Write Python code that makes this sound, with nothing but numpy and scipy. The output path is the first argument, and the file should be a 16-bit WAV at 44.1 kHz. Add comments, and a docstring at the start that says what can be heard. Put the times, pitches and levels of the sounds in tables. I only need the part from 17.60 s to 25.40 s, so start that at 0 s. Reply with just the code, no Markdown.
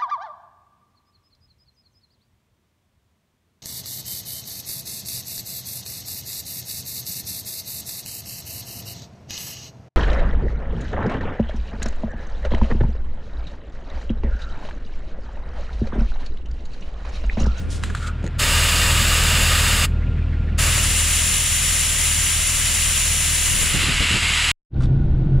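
"""Beside a vehicle in snow, its six-cylinder engine idling, a tyre is aired down through a brass deflator.
Snow crunches as shaped noise and the fitting clicks as struck modes; the engine is sines and noise.
The valve opens twice: the jet is resonant noise, first under a hand, which then draws back from the vent.
Low noise bursts buffet the microphone as the jet swings away and dulls.
The scene cuts to the moving vehicle's cabin: boomy rumble, a rustle and knocks."""
import sys
import numpy as np
from scipy import signal
from scipy.fft import rfft, irfft
from scipy.io import wavfile

SR = 44100
rng = np.random.default_rng(int(sys.argv[2]) if len(sys.argv) > 2 else 0)


def pcm_store(signal):
    """Save signal as 16-bit PCM."""
    levels = np.round(np.clip(np.atleast_2d(signal), -1, 1) * 32767)
    wavfile.write(sys.argv[1], SR, levels.astype(np.int16).T)


N = 343980
TIME = np.arange(N) / SR
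BINS_HZ = np.maximum(np.fft.rfftfreq(N, 1 / SR), 1)

# Strength of each firing in the engine cycle. Each entry: level in dB.
CYLINDER_DB = [0.86, -0.091, 0.93, -0.73, 1, -0.89]
# Stereo width of sounds from ahead. Each row: frequency in Hz, side minus mid in dB.
AHEAD_WIDTH = [(100, -64.5), (3000, -95), (8000, -54), (10000, -21), (12000, -7), (15000, -0.5)]
# Stereo width of sounds from around. Each row: frequency in Hz, side minus mid in dB.
AROUND_WIDTH = [(100, -29), (500, -28.5), (1200, -18), (2800, -26), (5000, -13.5), (8000, -6.5),
                (15000, -20)]


def from_db(db):
    """Decibels to gain."""
    return 10 ** (np.asarray(db) / 20)


def rms_one(x):
    """Scale to rms 1."""
    return x / np.sqrt(np.mean(x ** 2) + 1e-20)


def in_time(rows):
    """Join (s, value) rows into a curve at every sample."""
    return np.interp(TIME, *np.transpose(rows))


def at_bins(points):
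    """Join (Hz, value) rows into a spectrum at every bin, on a log frequency axis."""
    hz, values = np.transpose(points)
    return np.interp(np.log(BINS_HZ), np.log(hz), values)


def drift(rate_hz):
    """Slow random signal, low-passed noise of rms 1."""
    noise = rfft(rng.standard_normal(N))
    return rms_one(irfft(noise / (1 + (BINS_HZ / rate_hz) ** 2), N))


def colour(x, spectrum, modes=()):
    """Pass x through a broad spectrum with resonances or notches on it; rms 1."""
    db = at_bins(spectrum)
    for hz, width_hz, peak_db in modes:
        db = db + peak_db / (1 + (2 * (BINS_HZ - hz) / width_hz) ** 2)
    return rms_one(irfft(rfft(x) * from_db(db), N))


def turbulence(spectrum, width, modes=()):
    """Coloured stereo noise from a shared part and a left-right difference."""
    mid, side = colour(rng.standard_normal((2, N)), spectrum, modes)
    side = irfft(rfft(side) * from_db(at_bins(width)), N)
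    return np.array([mid + side, mid - side])


def narrow(hz, half_width_hz):
    """Noise in one resonance with steep skirts; rms 1."""
    edges_hz = [max(hz - half_width_hz, 30), hz + half_width_hz]
    band = signal.butter(2, edges_hz, "band", fs=SR, output="sos")
    return rms_one(signal.sosfilt(band, rng.standard_normal(N)))


def ring(x, hz, t60_s):
    """Two-pole resonator: a unit click sets a decaying sine of initial height 1 ringing."""
    radius = from_db(-60 / (t60_s * SR))
    angle = 2 * np.pi * hz / SR
    poles = [1, -2 * radius * np.cos(angle), radius * radius]
    return signal.lfilter([0, np.sin(angle)], poles, x + 1e-18)


def ramp(start_s, length_s):
    """Gain that grows from 0 to 1 with the square of the time since start."""
    return np.clip((TIME - start_s) / length_s, 0, 1) ** 2


def swell(start_s, end_s, rise_s, fall_s):
    """Envelope that grows up to start, holds at 1 until end and dies away; rise and fall are time constants."""
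    before = (start_s - TIME) / rise_s
    after = (TIME - end_s) / fall_s
    return np.exp(-np.clip(np.maximum(before, after), 0, 30))


def burst(start_s, rise_s, decay_s):
    """Envelope of one blow: exponential rise and decay, at most half a second long."""
    first, out = round(start_s * SR), np.zeros(N)
    age = TIME[:min(N - first, SR // 2)]
    out[first:first + len(age)] = (1 - np.exp(-age / rise_s)) * np.exp(-age / decay_s)
    return out


def changeover(moment_s, span_s):
    """Gains of the old and the new state in a smooth change of constant power."""
    share = .5 + .5 * np.tanh((TIME - moment_s) / (2 * span_s))
    return np.sqrt(1 - share), np.sqrt(share)


def scuffs(rows, grit, half_width_hz):
    """Short contacts: a pitched core with grit around it."""
    out = 0
    for start_s, db, decay_s, hz, grit_db in rows:
        # longer contacts have a purer pitch; half_width_hz holds for a decay of 10 ms
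        core_width_hz = min(half_width_hz * np.sqrt(.01 / decay_s), hz / 2)
        core = narrow(hz, core_width_hz)
        out = out + from_db(db) * burst(start_s, 0.0006, decay_s) * (core + from_db(grit_db) * grit)
    return out


def cabin(grain_db=2.0, knock_half_width_hz=200):
    """Road rumble booms in the closed cabin; something loose rustles and knocks."""
    # Road rumble. Each row: frequency in Hz, relative level in dB per Hz.
    rumble_spectrum = [(12, -1.5), (20, -1), (40, 2), (100, -6), (180, -14), (330, -18), (450, -31.5),
                       (800, -37.5), (1100, -47.5), (2500, -54), (3800, -57), (5500, -70.5), (9000, -82.5),
                       (14000, -94.5)]
    # Boom and whines. Each row: frequency in Hz, width in Hz, peak in dB.
    rumble_modes = [(134.2, 18.6, 14), (1464, 130, 11.5), (6500, 250, 6)]
    # Stereo width. Each row: frequency in Hz, side minus mid in dB.
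    cabin_width = [(100, -71), (3000, -35), (8000, -20), (14000, -6.5)]
    # Rubbing of loose things. Each row: frequency in Hz, relative level in dB per Hz.
    rub_spectrum = [(400, -1), (1250, 7), (2300, -1), (3600, 3.5), (5500, -3), (10000, -11), (12000, -34.5),
                    (15000, -48)]
    # Knocks of loose things. Each row: start in s, level in dB, decay in s, pitch in Hz, grit in dB re core.
    knocks = [(7.142, -54, .003, 3900, -6), (7.205, -34.5, 0.0085, 1270, -14), (7.221, -38, .005, 1350, -9),
              (7.234, -45.5, .007, 3400, -3), (7.255, -38, .003, 3550, -9)]
    start_s, fade_s, rumble_db = 7.098, 0.07, -15.5
    rustle_s, rustle_db, rustle_rise_s, rustle_fall_s = 7.238, -44.5, .018, .018

    rumble = turbulence(rumble_spectrum, cabin_width, rumble_modes)
    rumble = from_db(rumble_db) * ramp(start_s, fade_s) * rumble
    rub = rms_one(turbulence(rub_spectrum, cabin_width) * from_db(grain_db * drift(300)))
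    rustle = from_db(rustle_db) * swell(rustle_s, rustle_s, rustle_rise_s, rustle_fall_s) * rub
    return rumble + rustle + scuffs(knocks, rub, knock_half_width_hz)


def valves(firings, stroke_firings=0.63):
    """Each tappet clatters once a cycle, for a fraction of a firing interval."""
    # Tappets. Each row: place in firings after the loud one, relative level in dB, pitch in Hz, half-width in Hz.
    tappets = [(0, -22.5, 1700, 200), (.15, -21.5, 2040, 537.7), (1.85, -25.5, 2570, 239),
               (3.85, -26, 2625, 238)]
    loud_stroke_s = 2.428   # moment of one loud tappet stroke
    since = firings - np.interp(loud_stroke_s, TIME, firings)
    count = len(CYLINDER_DB)
    out = 0
    for place, db, hz, half_width_hz in tappets:
        offset = (since - place + count / 2) % count - count / 2
        out = out + from_db(db) * narrow(hz, half_width_hz) * np.exp(-(offset / stroke_firings) ** 2)
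    return out


def engine(exhaust_db=-0.5, rough_db=0.5, puff_db=-7.5, throb_db=-1.0, lope_db=-0.3, valves_db=-3.0,
           bay_db=-45.0, whine_db=-52.5, whine_order=35.8):
    """Firing-locked sines and throbbing puffs make the exhaust; valves clatter, the bay hums, a pulley whines."""
    # The idle sags once and recovers. Each row: time in s, rate in firings per s.
    speed = [(0, 39.5), (.8, 38.7), (1.6, 39.8), (2.45, 39.2), (3.0, 39.2), (6.9, 39.1)]
    # Loudness as the microphone moves about. Each row: time in s, relative level in dB.
    idle = [(0.05, -25), (0.73, -25), (0.99, -20), (2.96, -19.5), (3.87, -26.5), (6.5, -27), (6.8, -28)]
    # Exhaust note. Each row: multiple of the firing rate, relative level in dB.
    exhaust = [(1, 3.5), (2, 4.5), (3, -8), (4, -20), (5, -17), (6, -18.5), (7, -22), (8, -32)]
    # Exhaust puffs. Each row: frequency in Hz, relative level in dB per Hz.
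    puff_spectrum = [(40, 0.5), (90, 3.5), (125, 7.5), (200, -4.5), (300, -13.5), (450, -16), (700, -25),
                     (1500, -73.5)]
    # Engine bay noise. Each row: frequency in Hz, relative level in dB per Hz.
    bay_spectrum = [(300, 7), (800, 5), (1400, 5.5), (2000, 3.5), (2600, 1.5), (3500, -3.5), (5000, -12.5),
                    (6500, -20.5), (10000, -29), (12000, -42), (16000, -47.5)]
    # Faint ringing under the bonnet. Each row: frequency in Hz, width in Hz, peak in dB.
    bay_modes = [(2620, 370, -2), (7200, 600, 5), (9600, 400, 6)]

    rate = in_time(speed) * (1 + 0.0036 * drift(12))
    firings = np.cumsum(rate) / SR
    count = len(CYLINDER_DB)
    strength_db = np.interp(firings, np.arange(count), CYLINDER_DB, period=count)
    note = rms_one(sum(from_db(db) * np.sin(2 * np.pi * round(k) * firings) for k, db in exhaust))
    note = note * from_db(strength_db + rough_db * drift(25))

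    throb = np.cos(2 * np.pi * firings)
    lope = np.cos(2 * np.pi * firings / count)   # once per cycle
    puffs = turbulence(puff_spectrum, AHEAD_WIDTH) * rms_one(from_db(throb_db * throb + lope_db * lope))
    running = note + from_db(puff_db) * puffs + from_db(valves_db) * valves(firings)
    running = from_db(in_time(idle) + exhaust_db) * running

    bay = turbulence(bay_spectrum, AROUND_WIDTH, bay_modes)
    whine = np.sin(2 * np.pi * whine_order * firings + .8 * drift(25))
    whine = rms_one(whine * from_db(2.2 * drift(20)))
    return running + from_db(bay_db) * bay + from_db(whine_db) * whine


def breeze(gust_db=2.5):
    """Air over the microphone ports: lumpy low noise, unrelated on the two sides, and short buffets."""
    # Gusts. Each row: start in s, end in s, level in dB, fall in s.
    gusts = [(0, 0.295, -31.5, 0.047), (3.2, 5.6, -46, .1), (5.88, 6.22, -29.5, .22)]
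    # Buffets. Each row: start in s, level in dB.
    bumps = [(6.01, -33), (6.139, -16.5), (6.225, -22), (6.281, -18.5), (6.402, -16), (6.505, -21),
             (6.538, -20.5), (6.621, -23.5), (6.695, -30)]
    # Buffet colour. Each row: frequency in Hz, relative level in dB per Hz.
    bump_spectrum = [(20, -3), (60, 6.5), (130, 4.5), (220, -0.5), (400, -10), (600, -15.5), (1200, -25),
                     (4000, -60.5)]
    # Stereo width of the buffets. Each row: frequency in Hz, side minus mid in dB.
    wind_width = [(50, -5.5), (200, -15), (600, -3), (3000, -12.5)]
    gust_rise_s, bump_rise_s, bump_decay_s = .12, 0.0028, 0.027

    lump_spectrum = [(20, 12.0), (80, 6.5), (160, 0), (300, -7), (600, -13), (2000, -58)]   # Hz, dB per Hz
    lumps = colour(rng.standard_normal((2, N)), lump_spectrum)
    wind = sum(from_db(db) * swell(start, end, gust_rise_s, fall) for start, end, db, fall in gusts)
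    blows = sum(from_db(db) * burst(start, bump_rise_s, bump_decay_s) for start, db in bumps)
    return lumps * wind * from_db(gust_db * drift(8)) + turbulence(bump_spectrum, wind_width) * blows


def crouching(weave_db=-2.0, thump_half_width_hz=95):
    """Someone crouches: a sleeve swishes as fluttering noise and a hand knocks the microphone."""
    # Cloth. Each row: frequency in Hz, relative level in dB per Hz.
    cloth_spectrum = [(800, -22), (1800, -13), (3200, 1), (6500, 0), (8000, -2), (10200, -6), (11500, -22),
                      (14000, -22), (15500, -34)]
    # Sleeve swishes. Each row: start in s, end in s, level in dB.
    swishes = [(0, 0.002, -48), (0.112, 0.155, -39)]
    # Dull hand knocks. Each row: start in s, level in dB, decay in s, pitch in Hz, grit in dB re core.
    thumps = [(.628, -32.5, .01, 240, -34), (.6405, -19, 0.013, 170, -28), (.649, -30, .009, 300, -31),
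              (.667, -30, .01, 350, -27)]
    rise_s, fall_s = .01, .034
    cloth = rms_one(turbulence(cloth_spectrum, AROUND_WIDTH) * from_db(weave_db * drift(400)))
    strokes = sum(from_db(db) * swell(start, end, rise_s, fall_s) for start, end, db in swishes)
    return strokes * cloth + scuffs(thumps, cloth, thump_half_width_hz)


def snow(grain_db=2.0, squeak_half_width_hz=170, creak_half_width_hz=110, creak_ramp_s=0.02, settle_s=0.028):
    """Grains rub under pressure; packed layers give way in short squeaky crunches and creak as weight settles."""
    # Snow grains. Each row: frequency in Hz, relative level in dB per Hz.
    snow_spectrum = [(200, 8), (550, 5), (900, 0), (1400, 11.5), (2500, 5), (4000, 6), (5500, -3),
                     (7500, 2.5), (10200, -9), (11800, -18), (14000, -25), (15500, -27)]
    # Weight presses the snow down. Each row: peak time in s, relative level in dB, rise in s, fall in s.
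    presses = [(.243, -36, .012, 0.05), (.37, -40.5, 0.016, 0.046), (.435, -40, 0.023, .04),
               (.476, -34.5, .008, .012)]
    # Packed snow gives way. Each row: start in s, level in dB, decay in s, pitch in Hz, grit in dB re core.
    crunches = [(.226, -35, 0.0035, 1510, -6), (.2358, -19, 0.0025, 1390, -0.5),
                (.2995, -23, 0.0044, 1470, -17), (.3485, -19.5, 0.0042, 1450, -8),
                (.368, -34, 0.007, 1600, -15)]
    creak_start_s, creak_end_s, creak_db, creak_hz = .43, 0.494, -36.5, 1350

    grit = rms_one(turbulence(snow_spectrum, AROUND_WIDTH) * from_db(grain_db * drift(500)))
    pressure = sum(from_db(db) * swell(peak, peak, rise, fall) for peak, db, rise, fall in presses)
    pressure = pressure * swell(0, creak_end_s, creak_ramp_s, settle_s)
    creak = swell(creak_start_s, creak_end_s, creak_ramp_s, creak_ramp_s)
    creak = from_db(creak_db) * creak * narrow(creak_hz, creak_half_width_hz)
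    return pressure * grit + creak + scuffs(crunches, grit, squeak_half_width_hz)


def fitting(ring_db=-9.5, crack_db=-3.0):
    """Each touch is a dry crack that strikes the brass modes with strengths of its own."""
    # Fitting clicks. Each row: start in s, relative level in dB.
    touches = [(.6285, -38), (.6414, -34), (0.6534, -37), (0.6647, -22.5), (0.676, -25)]
    # Brass modes. Each row: frequency in Hz, relative level in dB, 60 dB decay time in s.
    brass = [(1860, 5, 0.012), (2700, -11, .015), (6440, -8, .015), (6950, -3.5, 0.023), (8000, -14, 0.026),
             (10930, -26, .02)]
    at = [round(start * SR) for start, db in touches]
    rings = np.zeros(N)
    for hz, db, t60_s in brass:
        strikes = np.zeros(N)
        strikes[at] = from_db(np.array(touches)[:, 1] + db + rng.normal(0, 2, len(at)))
        rings += ring(strikes, hz, t60_s) * rng.choice([-1, 1])

    crack_spectrum = [(600, -15), (3000, 16), (8000, -7), (13000, -23), (15000, -37)]   # Hz, dB per Hz
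    blows = sum(from_db(db) * burst(start, 0.00029, 0.001) for start, db in touches)
    crack = turbulence(crack_spectrum, AHEAD_WIDTH) * blows
    return from_db(ring_db) * rings + from_db(crack_db) * crack


def valve_flow():
    """The valve lets air out; after it shuts, air left in the fitting drains away."""
    # Valve openings. Each row: opens in s, shuts in s.
    releases = [(0.78, 2.252), (2.973, 7.0)]
    open_s, shut_s = 0.017, .006   # travel time; closing time constant
    drain_db, drain_s = -21, .028
    flow = 0
    for opens_s, shuts_s in releases:
        through_valve = swell(opens_s, shuts_s, open_s, shut_s)
        draining = from_db(drain_db) * swell(opens_s, shuts_s, open_s, drain_s)
        flow = flow + ramp(opens_s, open_s) * np.maximum(through_valve, draining)
    return flow


def air(flutter_db=0.49):
    """One valve feeds a jet of resonant noise; hand and angle set its colour, close reflections ripple it."""
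    # Broad colour under the hand. Each row: frequency in Hz, relative level in dB per Hz.
    leak_spectrum = [(100, -1), (300, -17), (550, -8.5), (800, -13.5), (1300, 2.5), (2700, -12.5),
                     (5800, -7.5), (8000, -6.5), (11500, -21), (13500, -18.5), (15700, -27.5)]
    # Broad colour of the open vent. Each row: frequency in Hz, relative level in dB per Hz.
    vent_spectrum = [(100, 4), (300, -28.5), (550, -9), (800, -11.5), (1300, -2.5), (2700, 0), (5800, 0.5),
                     (8000, -6.5), (11500, -10.5), (13500, -9), (15700, -20)]
    # Broad colour off axis. Each row: frequency in Hz, relative level in dB per Hz.
    shaded_spectrum = [(100, -7.5), (300, -17), (550, -14), (800, -7), (1300, 1.4), (2700, 1), (5800, -7),
                       (8000, 2), (11500, -27), (13500, -22), (15700, -46)]
    # Fitting resonances and wheel reflection notches, under the hand, from the open vent and off axis.
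    # Each row: frequency in Hz, width in Hz, peak in dB.
    leak_modes = [(1050, 77, -7.5), (1373, 370, -8.5), (2440, 130, 3), (2804, 520, 12), (3600, 200, 6.5),
                  (4900, 360, 2.5), (5430, 130, -4.5), (5940, 830, -10), (8500, 550, -4.5), (9500, 340, -6),
                  (10460, 1200, 5)]
    vent_modes = [(1427, 63, -8), (2050, 150, 6), (2840, 660, 5.5), (4420, 190, -7), (4690, 160, 3.5),
                  (5070, 640, -6), (5480, 170, 4), (6950, 260, 8), (7545, 850, 10), (8560, 260, 6),
                  (8960, 240, 6.5), (9790, 510, 10.5), (10000, 670, 9.5)]
    shaded_modes = [(2060, 290, 6), (2850, 900, 9), (3600, 170, 0.5), (4400, 120, -17.5), (4400, 1130, 8),
                    (6020, 300, -5), (8700, 1300, -5.5), (10150, 450, 9), (11080, 1200, 15),
                    (14340, 1070, -6.5)]
    # Stereo width of the close vent. Each row: frequency in Hz, side minus mid in dB.
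    vent_width = [(60, -10), (99, -10), (160, -1.5), (270, 12), (450, -6.5), (740, -2.5), (1220, -9.5),
                  (2010, -12.5), (3330, -16.5), (5500, -8), (6400, -1.5), (7200, -8.5), (8500, 4),
                  (9400, 0), (9900, -4.5), (10600, 2.5), (15000, -3.5)]
    # Lean of the vent jet. Each row: frequency in Hz, left minus right in dB.
    vent_lean = [(300, 1), (1200, 2.5), (3000, 1.5), (5000, 0.5), (5600, -1.5), (6150, 3.5), (6700, -4.5),
                 (7500, -1.5), (8000, -1), (8500, 7.5), (9300, 3), (10000, 4), (11500, -0.5), (14000, 4)]
    # Reflections off the rim and tyre wall. Each row: delay in s, level in dB re direct jet.
    echoes = [(.00176, -29), (.0032, -21.5), (.00413, -29.5), (.0063, -29.5)]
    leak_db, vent_db, shaded_db = -19, -21, -21.5   # full flow; shaded_db at the moment of the swing
    uncover_s, uncover_span_s = 3.06, 0.14   # the hand draws back from the vent
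    turn_s, turn_span_s = 6.12, 0.059   # the jet swings away from the microphone
    spill_db, spill_fade_db_per_s = -9.5, 29   # direct jet still heard after the swing
    shaded_rise_db_per_s = 3.5   # the dull hiss keeps growing after the swing

    covered, uncovered = changeover(uncover_s, uncover_span_s)
    facing, turned = changeover(turn_s, turn_span_s)
    since_turn_s = TIME - turn_s
    spill = from_db(spill_db - spill_fade_db_per_s * np.maximum(since_turn_s, 0))

    leak = from_db(leak_db) * covered * turbulence(leak_spectrum, AHEAD_WIDTH, leak_modes)
    vent = turbulence(vent_spectrum, vent_width, vent_modes)
    vent = from_db(vent_db) * uncovered * np.maximum(facing, spill) * vent
    lean_db = at_bins(vent_lean) * np.array([[.5], [-.5]])
    vent = irfft(rfft(vent) * from_db(lean_db), N)
    shaded = turbulence(shaded_spectrum, AHEAD_WIDTH, shaded_modes)
    shaded = from_db(shaded_db + shaded_rise_db_per_s * since_turn_s) * turned * shaded

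    jet = valve_flow() * (leak + vent + shaded) * from_db(flutter_db * drift(25))
    reflected = sum(from_db(db) * np.roll(jet, round(delay * SR), axis=1) for delay, db in echoes)
    return jet + reflected


def scene():
    """The sounds at the wheel end abruptly; the cabin fades in."""
    cut_s = 6.916
    outdoors = engine() + breeze() + crouching() + snow() + fitting() + air()
    return outdoors * (TIME < cut_s) + cabin()


def record(dry):
    """Subsonic sway is cut, the highest peaks are rounded, the very top is cut."""
    low_cut_hz, peak_limit, cutoff_hz = 10, .56, 15700
    steady = signal.sosfilt(signal.butter(2, low_cut_hz, "high", fs=SR, output="sos"), dry)
    rounded = steady / (1 + (steady / peak_limit) ** 6) ** (1 / 6)
    return signal.sosfilt(signal.ellip(12, .1, 80, cutoff_hz, fs=SR, output="sos"), rounded)


dry = scene()
out = record(dry)
pcm_store(out)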